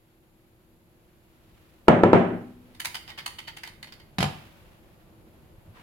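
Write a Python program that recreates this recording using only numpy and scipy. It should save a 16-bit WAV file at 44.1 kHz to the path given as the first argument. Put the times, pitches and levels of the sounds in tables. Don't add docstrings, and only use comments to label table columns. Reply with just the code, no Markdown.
import sys
import numpy as np
from scipy import signal
from scipy.fft import rfft, irfft, next_fast_len
from scipy.io import wavfile
from scipy.ndimage import map_coordinates

SR = 44100
rng = np.random.default_rng(int(sys.argv[2]) if len(sys.argv) > 2 else 0)


def put_to_file(sound):
    columns = np.atleast_2d(sound).T
    safe = np.clip(columns, -1, 1)
    whole_steps = np.round(safe * 32767)
    wavfile.write(sys.argv[1], SR, whole_steps.astype(np.int16))


N = 256662

# frequency_hz, density_db (per Hz)
RUSTLE = [(300, -14.5), (900, 0.5), (1600, -0.5), (2800, -2.5), (4500, -11), (7000, -19.5), (15000, -21.5)]


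def bowl():
    # start_s, knock_db, boom_db, click_db
    knocks = [(1.873, -37.5, -48, -68), (1.8818, 1, -5.5, -11), (2.0342, 1, -12, -17),
              (2.1304, 1.5, -6.5, -15.5)]
    # frequency_hz, level_db, t60_s
    contact_modes = [(382, -4, 0.057), (463, 10, 0.015), (584, -1.5, 0.018), (749, -12.5, 0.059),
                     (927, -1, 0.034), (1335, -8.5, 0.039), (1753, -17, 0.048), (2518, -29, 0.027),
                     (3900, -22, 0.0071)]
    # frequency_hz, level_db, t60_s
    worktop_modes = [(109, -3, 0.65), (140.3, -3.5, .52), (179.2, 4, 0.55), (247.34, -4, 0.94),
                     (341, -1.5, 0.44), (384.7, 2, 0.54), (418, -1.5, 0.31), (556, -3, 0.4),
                     (634, -9.5, .4), (694, -8.5, 0.37), (763, -4.5, 0.39), (787, -14.5, 0.67),
                     (880, -14, 0.44), (1001, -8, 0.33), (1303, -9, 0.15), (1420, -12, 0.14),
                     (1715, -18.5, 0.46)]
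    # frequency_hz, density_db (per Hz)
    boom_spectrum = [(35, -45), (70, -21), (100, -16), (175, -3.5), (280, -9.5), (350, -6.5), (470, -11.5),
                     (630, -6), (900, -15), (1110, -18.5), (1340, -19.5), (1600, -22), (2200, -26.5),
                     (3100, -34.5), (3700, -42.5), (5000, -53.5), (8000, -57.5), (14000, -79.5)]
    # frequency_hz, density_db (per Hz)
    rim_spectrum = [(30, -6.5), (150, -5), (700, 9), (2000, 5), (4000, -4.5), (6000, -16), (10000, -22),
                    (16000, -32)]
    worktop_db = -17.5

    out = np.zeros((2, N))
    for start_s, knock_db, boom_db, click_db in knocks:
        knock = amp(knock_db) * swell(contact_modes, rise_s=0.0016, scatter_db=1)
        worktop = amp(knock_db + worktop_db) * swell(worktop_modes, rise_s=0.006, scatter_db=1.5)
        click = amp(click_db) * burst(colour(rim_spectrum), t60=0.03, attack_s=0.00054)
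        boom = amp(boom_db) * tail(colour(boom_spectrum), attack_s=0.0074)
        add(out, start_s, room(knock, wet_db=-23, ceiling_db=-7.5))
        add(out, start_s, click)
        add(out, start_s, worktop)
        add(out, start_s, boom)
    return out


def sieve():
    # jolt_s, strength_db, powder_db, slide_before_s, jolt_t60_s
    shakes = [(2.748, -41.5, -12, 0.00018, .028), (2.801, -20, -8.5, .004, .028),
              (2.853, -14.5, -9, .007, 0.029), (2.952, -18, -15, .009, 0.031),
              (3.103, -26.5, -27, .028, .025), (3.186, -23, -26, .011, .04),
              (3.261, -18, -11.5, 0.0017, .038), (3.387, -25.5, -19.5, .004, 0.042),
              (3.478, -25.5, -32.5, .006, 0.053), (3.57, -25.5, -14, .004, 0.024),
              (3.634, -23.5, -21.5, 0.00096, 0.034), (3.673, -32, -15, .012, .05),
              (3.828, -24.5, -14.5, 0.0013, .028), (3.872, -40.5, -24, 0.0019, 0.066),
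              (3.922, -33, -19, 0, .045), (4.001, -37.5, -24, 0.0042, 0.019)]
    # frequency_hz, width_hz, level_db
    body_peaks = [(890, 170, 1), (1300, 280, -12), (1890, 410, -1.5), (3063, 210, 4), (3670, 180, -2),
                  (4470, 310, -1), (4840, 210, -1.5), (5820, 120, -11.5)]
    # frequency_hz, density_db (per Hz)
    mesh_spectrum = [(450, -26), (800, -5), (1500, -1), (2100, -2), (3050, -9), (3800, -7), (4700, -9.5),
                     (6200, -13.5), (7800, -16.5), (9100, -18), (15000, -19)]
    # frequency_hz, density_db (per Hz)
    powder_spectrum = [(4000, -36.5), (6500, 5), (8000, -3.5), (9000, 6.5), (12000, -2), (15500, -8)]
    # frequency_hz, level_db, t60_s
    drum_modes = [(929, -6, 0.12), (1910, -4, 0.21), (2027, -4, 0.167), (2140, 6.5, 0.11),
                  (2900, -10, 0.04), (3160, -21, 0.15), (3760, -10, 0.18), (4360, -3.5, 0.14),
                  (4680, -17, 0.19), (4900, -7, 0.18)]
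    usual_shake_db, usual_ring_db = -24, -51
    ring_growth = 0.66

    out, n = np.zeros((2, N)), SR // 2
    for jolt_s, strength_db, powder_db, slide_s, t60 in shakes:
        body = amp(-5) * noise(resonances(body_peaks, scatter_db=3.5), n)
        mesh = amp(-8.5) * noise(colour(mesh_spectrum), n)
        powder = amp(powder_db) * noise(colour(powder_spectrum), n)
        contacts = grainy(body + mesh + powder, depth_db=3, rate_hz=900)
        shake = amp(strength_db) * contacts * shake_force(slide_s, t60, n)
        ring_db = usual_ring_db + ring_growth * (strength_db - usual_shake_db)
        metal = amp(ring_db) * ring(drum_modes, attack_s=0.0014, scatter_db=4, size=n)
        add(shake, slide_s, metal)
        add(out, jolt_s - slide_s, room(shake, wet_db=-6.5, ceiling_db=-12.5))
    return low_cut(out, hz=640)


def shake_force(slide_s, t60, n):
    slide_db, slide_rise_s = -14, 0.001
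    jolt_rise_s = 0.0015
    settle_delay_s, settle_db, settle_t60_s = 0.013, -16, 0.068
    t = np.arange(n) / SR

    def delayed(delay_s, shape):
        return np.interp(t - delay_s, t, shape, left=0)

    release = np.clip((slide_s - t) / jolt_rise_s + 1, 0, 1)
    slide = amp(slide_db) * (1 - np.exp(-t / slide_rise_s)) * release
    jolt = delayed(slide_s, fade(t60, jolt_rise_s, n))
    settle = delayed(slide_s + settle_delay_s, fade(settle_t60_s, jolt_rise_s, n))
    return slide + jolt + amp(settle_db) * settle


def tub():
    # start_s, crack_db, clack_db, thud_db, thud_hz, t60_s (of crack and clack)
    landings = [(4.1836, -16.5, -25, -17, 179.4, 0.035), (4.2045, -21.5, -31, -18.5, 113, 0.08),
                (4.2271, -11.5, -13.5, -24.5, 147.2, 0.026), (4.238, -26.5, -22, -18.5, 145.6, .07)]
    # ratio (to thud_hz), level_db, t60_s
    thud_modes = [(.7, -7.5, 0.235), (1, 0.5, 0.17), (1.3, -3.5, .12)]
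    # frequency_hz, density_db (per Hz)
    crack_spectrum = [(800, 4), (2300, 3.5), (3400, 1), (4300, -1.5), (5200, -3), (6200, -11.5),
                      (7200, -7.5), (8300, -17), (10000, -12.5), (15500, -25.5)]
    # frequency_hz, density_db (per Hz)
    clack_spectrum = [(150, -16), (380, -18), (520, -4.5), (720, 14), (950, 2), (1220, 1), (1600, -14),
                      (3000, -17), (6000, -33)]
    rise_s = 0.0016

    out = np.zeros((2, N))
    for start_s, crack_db, clack_db, thud_db, thud_hz, clatter_t60 in landings:
        crack = amp(crack_db) * burst(colour(crack_spectrum), clatter_t60, rise_s)
        clack = amp(clack_db) * burst(colour(clack_spectrum), clatter_t60, rise_s)
        clatter = grainy(crack + clack, depth_db=2.5, rate_hz=1200)
        modes = [(ratio * thud_hz, db, t60) for ratio, db, t60 in thud_modes]
        thud = amp(thud_db) * swell(modes, rise_s=0.003, scatter_db=1)
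        add(out, start_s, room(clatter, wet_db=-5.5, ceiling_db=-11))
        add(out, start_s, room(thud, wet_db=-13, ceiling_db=-9))
    return low_cut(out, hz=82.3)


def pats():
    # start_s, level_db
    palms = [(5.581, -47), (5.677, -47), (5.689, -44), (5.7, -49)]
    # frequency_hz, level_db, t60_s
    dough_modes = [(61.7, -5.5, 0.12), (103.3, 7.5, 0.088), (190, -14, 0.035)]
    out = np.zeros((2, N))
    for start_s, level_db in palms:
        add(out, start_s, amp(level_db) * ring(dough_modes, attack_s=0.0026, scatter_db=1.5))
    return out


def rubs():
    # peak_s, level_db, rise_s, t60_s, tilt_db_per_octave
    strokes = [(1.72, -66.5, .5, 2, 2.5), (2.3, -63.5, .1, 2, 3.5), (2.75, -65.5, .1, 1.2, 2),
               (4.38, -54, 0.086, 1.9, 1.5), (5.78, -52, 0.031, 0.69, -1.5)]
    pivot_hz = 2000
    lowest_hz = RUSTLE[0][0]

    out = np.zeros((2, N))
    t = np.arange(-SR, SR) / SR
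    for peak_s, level_db, rise_s, t60, tilt in strokes:
        def tilted(hz):
            octaves = np.log2(np.maximum(hz, lowest_hz) / pivot_hz)
            return amp(along(RUSTLE, hz) + tilt * octaves)

        rise = np.exp(-(np.minimum(t, 0) / rise_s) ** 2)
        decay = amp(-60 * np.maximum(t, 0) / t60)
        friction = grainy(noise(tilted, len(t)), depth_db=2, rate_hz=150)
        add(out, peak_s + t[0], amp(level_db) * rise * decay * friction)
    return out


def background():
    # time_s, level_db
    room_level = [(0, -63), (1.4, -59.5), (2.7, -55.5), (5.82, -54.5)]
    # frequency_hz, density_db (per Hz)
    rumble_spectrum = [(12, -40.5), (20, -2), (113, -1.5), (157, -3.5), (238, -6.5), (290, -14.5),
                       (323, -5), (431, -15), (472, -11), (608, -13), (1500, -27.5), (1950, -56),
                       (3300, -120)]
    # frequency_hz, density_db (per Hz)
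    hiss_spectrum = [(1500, -5.5), (4500, -3), (5800, -10.5), (7000, -3.5), (8500, -10), (10000, -3.5),
                     (12000, 3), (14000, -7), (16000, -9.5)]
    # frequency_hz, peak_db
    hum_tones = [(107.7, -73.5), (242.2, -74), (323.0, -67.5), (360.7, -70)]
    rustle_db, rustle_follows = -69, 0.65
    hiss_db, hiss_follows = -70, 0.35

    t = np.arange(N) / SR
    room_db = np.interp(t, *np.transpose(room_level))
    drift_db = room_db - room_db.mean()

    def wobble(rate_hz):
        knots = rng.standard_normal(int(N * rate_hz / SR) + 4)
        return map_coordinates(knots, [t * rate_hz])

    rumble = amp(room_db) * noise(colour(rumble_spectrum), N)
    rustle_level = amp(rustle_db + rustle_follows * drift_db + 1.2 * wobble(51))
    rustle = rustle_level * grainy(noise(colour(RUSTLE), N), depth_db=0.5, rate_hz=180)
    hum = np.zeros(N)
    for hz, peak_db in hum_tones:
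        hum += amp(peak_db) * np.sin(2 * np.pi * hz * t + 0.6 * wobble(3.5))
    hiss = amp(hiss_db + hiss_follows * drift_db) * noise(colour(hiss_spectrum), N)
    return rumble + rustle + hum + hiss


def ring(modes, attack_s, scatter_db, size=SR):
    port_lag_s = 0.00013
    t = np.arange(size) / SR - np.array([[0], [port_lag_s]])
    out = np.zeros((2, size))
    for hz, db, t60 in modes:
        level = amp(db + scatter_db * rng.normal())
        out += level * np.sin(2 * np.pi * hz * t) * fade(t60, attack_s, size)
    return out


def swell(modes, rise_s, scatter_db):
    rise = 1 - np.exp(-(np.arange(SR) / SR / rise_s) ** 2)
    return ring(modes, attack_s=0.00061, scatter_db=scatter_db) * rise


def resonances(peaks, scatter_db):
    gains = [amp(db + scatter_db * rng.normal()) for _, _, db in peaks]

    def response(f):
        total = 0
        for k, (centre, width, _) in enumerate(peaks):
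            damping = 1j * f * width
            total = total + (-1) ** k * gains[k] * damping / (centre ** 2 - f ** 2 + damping)
        return abs(total)

    return response


def grainy(x, depth_db, rate_hz):
    n = x.shape[-1]
    knots = rng.standard_normal(int(n * rate_hz / SR) + 4)
    level_db = depth_db * map_coordinates(knots, [np.arange(n) * rate_hz / SR], order=1)
    return x * unit(amp(level_db))


def burst(gain, t60, attack_s):
    return noise(gain, SR // 2) * fade(t60, attack_s, SR // 2)


def fade(t60, attack_s, n):
    t = np.arange(n) / SR
    return np.exp(-np.log(1000) * t / max(t60, 1e-3)) * (1 - np.exp(-t / attack_s))


def low_cut(x, hz):
    return signal.sosfilt(signal.butter(2, hz, "highpass", fs=SR, output="sos"), x)


def room(x, wet_db, ceiling_db, ceiling_s=0.0145):
    diffuse = tail(np.ones_like, attack_s=0.002)
    response = amp(wet_db) * diffuse / np.linalg.norm(diffuse[0])
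    response[:, 0] += 1
    response[:, round(ceiling_s * SR)] += amp(ceiling_db)
    return signal.fftconvolve(x, response, axes=1)


def tail(gain, attack_s):
    # frequency_hz, t60_s
    kitchen = [(80, 0.45), (250, 0.59), (600, 0.43), (1500, 0.48), (3000, .46), (6000, 0.37), (14000, 0.48)]
    hz, t, bins = signal.stft(noise(gain, SR), SR, nperseg=512)
    decay = np.exp(-np.log(1000) * t / along(kitchen, hz)[:, None])
    dying = signal.istft(bins * decay, SR, nperseg=512)[1][:, :SR]
    return dying * (1 - np.exp(-np.arange(SR) / SR / attack_s))


def noise(gain, n):
    # frequency_hz, correlation
    likeness = [(30, 0.78), (70, 0.64), (280, 0.95), (640, 0.39), (1400, 0), (3000, 0)]

    def mid_side_gain(hz):
        angle = np.arccos(np.clip(along(likeness, hz), -1, 1)) / 2
        return gain(hz) * np.array([np.cos(angle), np.sin(angle)])

    mid, side = filtered(rng.standard_normal((2, n)), mid_side_gain)
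    return unit(np.array([mid + side, mid - side]))


def colour(spectrum):
    return lambda hz: amp(along(spectrum, hz))


def along(points, hz):
    f, v = np.transpose(points)
    return np.interp(np.log(hz + 1), np.log(f + 1), v)


def filtered(x, response):
    n = x.shape[-1]
    m = next_fast_len(n + 8192)
    return irfft(rfft(x, m) * response(np.fft.rfftfreq(m, 1 / SR)), m)[..., :n]


def amp(db):
    return 10 ** (np.asarray(db) / 20)


def unit(x):
    return x / np.sqrt(np.mean(x ** 2) + 1e-20)


def add(track, start_s, x):
    part = track[:, round(start_s * SR):][:, :x.shape[1]]
    part += x[:, :part.shape[1]]


def scene():
    # frequency_hz, left_minus_right_db
    balance = [(400, 1.3), (700, 1.3), (1300, -3.2), (2400, -4.2), (4400, -1.5), (8000, .5), (15000, 2.5)]

    def lean(hz):
        return amp(along(balance, hz) * np.array([[1], [-1]]) / 2)

    utensils = filtered(bowl() + sieve() + tub(), lean)
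    return utensils + pats() + rubs() + background()


def compress(x, threshold_db, slope, reaction_s, late_s):
    keep = np.exp(-1 / (reaction_s * SR))
    power = signal.lfilter([1 - keep], [1, -keep], np.mean(x ** 2, axis=0))
    over_db = np.maximum(10 * np.log10(power + 1e-12) - threshold_db, 0)
    late_over_db = np.pad(over_db, (round(late_s * SR), 0))[:N]
    return x * amp(-slope * late_over_db)


def record(dry):
    top_hz = 16250
    levelled = compress(dry, threshold_db=-21, slope=0.4, reaction_s=0.055, late_s=0.005)
    return filtered(np.clip(levelled, -1, 1), lambda hz: hz < top_hz)


dry = scene()
out = record(dry)
put_to_file(out)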